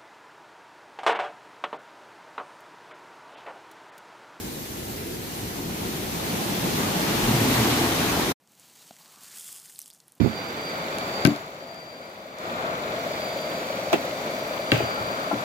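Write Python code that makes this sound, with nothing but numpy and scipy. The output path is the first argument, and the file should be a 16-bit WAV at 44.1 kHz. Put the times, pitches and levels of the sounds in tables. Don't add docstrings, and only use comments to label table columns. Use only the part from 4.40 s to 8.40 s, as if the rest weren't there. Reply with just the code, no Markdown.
import sys
import numpy as np
from scipy import signal
from scipy.fft import rfft, irfft
from scipy.io import wavfile
from scipy.ndimage import uniform_filter1d

SR = 44100
rng = np.random.default_rng(int(sys.argv[2]) if len(sys.argv) > 2 else 0)


def materialize(psi):
    bounded = np.clip(np.atleast_2d(psi).T, -1, 1)
    quanta = np.round(bounded * 32767).astype(np.int16)
    wavfile.write(sys.argv[1], SR, quanta)


N = 176400


def amp(db):
    return 10 ** (np.asarray(db) / 20)


def unit(x):
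    return x / np.sqrt(np.mean(x ** 2) + 1e-20)


def db_at(colour, hz):
    points_hz, db = np.transpose(colour)
    return np.interp(np.log(hz + 1), np.log(points_hz + 1), db)


def envelope(points):
    return amp(np.interp(np.arange(N) / SR, *np.transpose(points)))


def add(mix, start_s, sound):
    part = mix[round(start_s * SR):][:len(sound)]
    part += sound[:len(part)]


def water(colour, arrivals, patchy_db, flicker_db, frame=1024):
    hop, hz = frame // 4, np.fft.rfftfreq(frame, 1 / SR)
    shape = (N // hop + 5, len(hz))
    left, separate = (rng.standard_normal(shape) + 1j * rng.standard_normal(shape) for _ in range(2))
    patches = uniform_filter1d(rng.standard_normal(shape), size=8, axis=0)
    patches = unit(uniform_filter1d(patches, size=16, axis=1))
    flicker = unit(uniform_filter1d(rng.standard_normal(shape[0]), size=7))[:, None]
    rad_per_ms = 2 * np.pi * hz / 1000
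    coherence = sum(weight * np.exp(-rad_per_ms * (1j * lead_ms + spread_ms * np.tanh(hz / 1500)))
                    for lead_ms, spread_ms, weight in arrivals)
    coherence /= sum(weight for _, _, weight in arrivals)
    right = coherence * left + np.sqrt(np.maximum(1 - abs(coherence) ** 2, 0)) * separate
    gain = amp(db_at(colour, hz) + patchy_db * patches + flicker_db * flicker)
    spectra = gain * np.array([left, right])
    _, sound = signal.istft(spectra.swapaxes(1, 2), nperseg=frame, noverlap=frame - hop)
    return unit(sound[:, :N])


def bubble_rings(per_s, low_hz, high_hz, decay_cycles, glide, spread_db, pitches=30):
    out = np.zeros((2, N))
    for hz in np.geomspace(low_hz, high_hz, pitches):
        age = np.arange(0, 5 * decay_cycles / hz, 1 / SR) * hz / decay_cycles
        ring = np.exp(-age) * np.sin(2 * np.pi * decay_cycles * age * (1 + glide * age))
        sizes = amp(spread_db * np.minimum(rng.exponential(1, N), 4.5))
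        onsets = rng.random(N) < per_s / pitches / SR
        train = signal.oaconvolve(sizes * onsets, ring)[:N]
        leftward = rng.uniform(-1, 1)
        out += [train * amp(leftward), np.roll(train, round(leftward * 22)) * amp(-3 * leftward)]
    return unit(out)


# frequency in Hz, relative density in dB.
BREEZE_SPECTRUM = [(10, -9), (30, 2), (60, 0), (120, -12), (300, -21), (1000, -48)]
def breeze(level_db=-50.5):
    gain = amp(db_at(BREEZE_SPECTRUM, np.fft.rfftfreq(N, 1 / SR)))
    return amp(level_db) * unit(irfft(rfft(rng.standard_normal((2, N))) * gain, N))


# frequency in Hz, relative density in dB.
WASH_SPECTRUM = [(20, -25.5), (45, -4.5), (110, 0), (180, -1), (230, 1), (290, -1.5), (380, -1.5),
                 (550, -9), (800, -12), (1500, -18), (3000, -19.5), (8000, -24), (16000, -47)]
# lead at the left microphone in ms, spread in ms, weight.
WASH_ARRIVALS = [(0.51, .07, 0.54), (-0.38, 0.13, 0.12), (.25, .3, 0.43)]
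def backwash(level_db=-35):
    return amp(level_db) * water(WASH_SPECTRUM, WASH_ARRIVALS, patchy_db=1.34, flicker_db=0.23, frame=2048)


# time in seconds, level in dB.
FOAM_LEVEL = [(0, -40), (.7, -39.5), (.95, -39), (1.2, -40), (1.6, -38.5), (2.0, -37), (2.4, -36.5),
              (2.55, -38), (2.95, -32.5), (3.15, -31), (3.4, -34.5), (3.9, -36)]
# frequency in Hz, relative density in dB.
FOAM_SPECTRUM = [(300, -20), (1200, -4), (2200, -.5), (4000, 0.5), (5200, 0.5), (6500, -.3), (9000, -2.7),
                 (10500, 0.9), (12200, 1), (13600, 0.5), (14800, -2)]
# left lead in ms, spread in ms, weight.
FOAM_ARRIVALS = [(.48, .08, 0.37), (-0.49, .1, 0.67)]
def foam():
    return envelope(FOAM_LEVEL) * water(FOAM_SPECTRUM, FOAM_ARRIVALS, patchy_db=1.3, flicker_db=0.54)


# start in seconds, band centre in Hz, level in dB.
PILLAR_SLAPS = [(.575, 2150, -45), (1.15, 750, -39), (1.329, 2400, -42), (2.39, 1050, -31.5),
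                (3.683, 1960, -39)]
def slaps(rise_s=0.0054, decay_s=0.094, width_octaves=0.42):
    out, t = np.zeros((2, N)), np.arange(SR // 2) / SR
    hz = np.fft.rfftfreq(len(t), 1 / SR)
    burst = np.minimum(t / rise_s, 1) * np.exp(-t / decay_s)
    for start_s, centre_hz, db in PILLAR_SLAPS:
        band = np.exp(-0.5 * (np.log2((hz + 1) / centre_hz) / width_octaves) ** 2)
        for channel in out:
            splash = unit(irfft(rfft(rng.standard_normal(len(t))) * band, len(t)))
            add(channel, start_s, amp(db) * burst * splash)
    return out


# start in seconds, pitch in Hz, level in dB, ring time in seconds.
AIR_POCKETS = [(1.0, 108.5, -34, .05), (1.19, 276, -31, .03), (2.231, 186, -28.5, 0.059),
               (2.469, 163, -31.5, 0.028), (2.82, 40.3, -29, .06), (2.92, 135, -21.5, 0.044),
               (3.4, 288, -26, 0.04)]
def gulps(glide=0.029):
    out, t = np.zeros(N), np.arange(SR // 2) / SR
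    for start_s, hz, db, ring_s in AIR_POCKETS:
        age = t / ring_s
        swell = 2 * age * np.exp(1 - 2 * age)
        tone = np.sin(2 * np.pi * (hz * t * (1 + glide * age) + rng.random()))
        add(out, start_s, amp(db) * swell * tone)
    return out


# frequency in Hz, relative density in dB.
BOOM_SPECTRUM = [(20, -24), (65, -14.5), (95, -18), (114, 4), (148, -6), (180, -19), (222, 0), (258, -2),
                 (310, -8.5), (420, -14), (550, -20), (2000, -58)]
# left lead in ms, spread in ms, weight.
BOOM_ARRIVALS = [(.1, 0.074, 1)]
def plunge(start_s=2.81, rise_s=0.079, fall_after_s=0.34, fall_db_per_s=11, level_db=-25):
    t = np.arange(N) / SR - start_s
    attack = np.clip(t / rise_s, 0, 1)
    gain = amp(level_db - fall_db_per_s * np.maximum(t - fall_after_s, 0))
    return attack * gain * water(BOOM_SPECTRUM, BOOM_ARRIVALS, patchy_db=0.5, flicker_db=1.7, frame=4096)


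# time in seconds, level in dB.
ROLLER_LEVEL = [(0, -63), (.8, -43.5), (1.0, -37), (1.23, -38.5), (1.42, -33), (1.68, -32.5), (1.9, -28.5),
                (2.12, -28), (2.35, -26.5), (2.55, -26.5), (2.8, -26.5), (3.2, -30.5), (3.9, -33)]
SURF_LEVEL = [(0, -83), (1.8, -58), (2.3, -34), (2.55, -31.5), (2.75, -27.5), (3.0, -26), (3.12, -23),
              (3.3, -23), (3.52, -24.5), (3.7, -24.5), (3.9, -26.5)]
# frequency in Hz, relative density in dB.
ROLLER_SPECTRUM = [(20, -31), (60, -15), (120, -4.5), (200, 3), (270, -4), (350, -2.5), (520, -10),
                   (850, -10), (1300, -16), (3600, -17.5), (6000, -21.5), (9000, -26.5), (16000, -28)]
SURF_SPECTRUM = [(20, -22), (65, -9), (130, -5.5), (180, -5.5), (240, 0), (350, 0.5), (510, -7.5),
                 (800, -5), (1400, -10), (2100, -10.5), (4000, -14), (6500, -19.5), (9000, -23),
                 (16000, -29)]
# left lead in ms, spread in ms, weight.
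ROLLER_ARRIVALS = [(0.34, .06, .55), (-0.39, .13, .43), (0.085, .1, 0.1)]
SURF_ARRIVALS = [(0.092, 0.057, 0.37), (0.26, 0.18, .45), (-0.14, 0.15, .17)]
def wave(spray_relative_db=-14.5, bubbles_relative_db=-12.5):
    roller, surf = envelope(ROLLER_LEVEL), envelope(SURF_LEVEL)
    roar = roller * water(ROLLER_SPECTRUM, ROLLER_ARRIVALS, patchy_db=1.0, flicker_db=0.45)
    churn = surf * water(SURF_SPECTRUM, SURF_ARRIVALS, patchy_db=1.3, flicker_db=0.36)
    spray = amp(spray_relative_db) * bubble_rings(
        per_s=1800, low_hz=1227, high_hz=6940, decay_cycles=1.2, glide=0.02, spread_db=1.5)
    bubbles = amp(bubbles_relative_db) * bubble_rings(
        per_s=260, low_hz=272.4, high_hz=1410, decay_cycles=3.8, glide=0.021, spread_db=2.5)
    return roar + churn + np.hypot(roller, surf) * (spray + bubbles)


def scene():
    return backwash() + foam() + wave() + plunge() + gulps() + slaps() + breeze()


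# frequency in Hz, gain in dB.
LEFT_RESPONSE = [(450, -0.05), (560, 0.1), (950, 1.05), (1300, 0.8), (2000, 1), (2800, 0), (3800, 1),
                 (4900, -0.7), (5700, 1.3), (7000, 2), (7900, 0.6), (8900, -0.7), (11500, 0), (13000, 1),
                 (15500, -1.5)]
RIGHT_RESPONSE = [(450, -0.5), (560, -1), (950, 0.8), (1300, -1.3), (2000, -0.5), (3300, -.8), (4500, 0.8),
                  (5100, -1.5), (6200, 0), (7300, -3.5), (8600, 0.6), (10500, 1.3), (11100, 1), (12200, 5),
                  (13700, 1), (15500, 2.5)]
def record(dry):
    low_cut_hz, high_cut_hz, stop_s = 42, 15560, 3.92
    hz = np.fft.rfftfreq(N, 1 / SR)
    low_cut = hz ** 2 / np.hypot(hz ** 2, low_cut_hz ** 2)
    ports = amp([db_at(LEFT_RESPONSE, hz), db_at(RIGHT_RESPONSE, hz)])
    coloured = irfft(rfft(dry) * low_cut * ports, N)
    fade = np.exp(-np.maximum(np.arange(N) / SR - stop_s, 0) / 0.003)
    high_cut = signal.firwin(511, high_cut_hz, window=("kaiser", 9), fs=SR)
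    return signal.oaconvolve(coloured * fade, high_cut[None], "same")


dry = scene()
out = record(dry)
materialize(out)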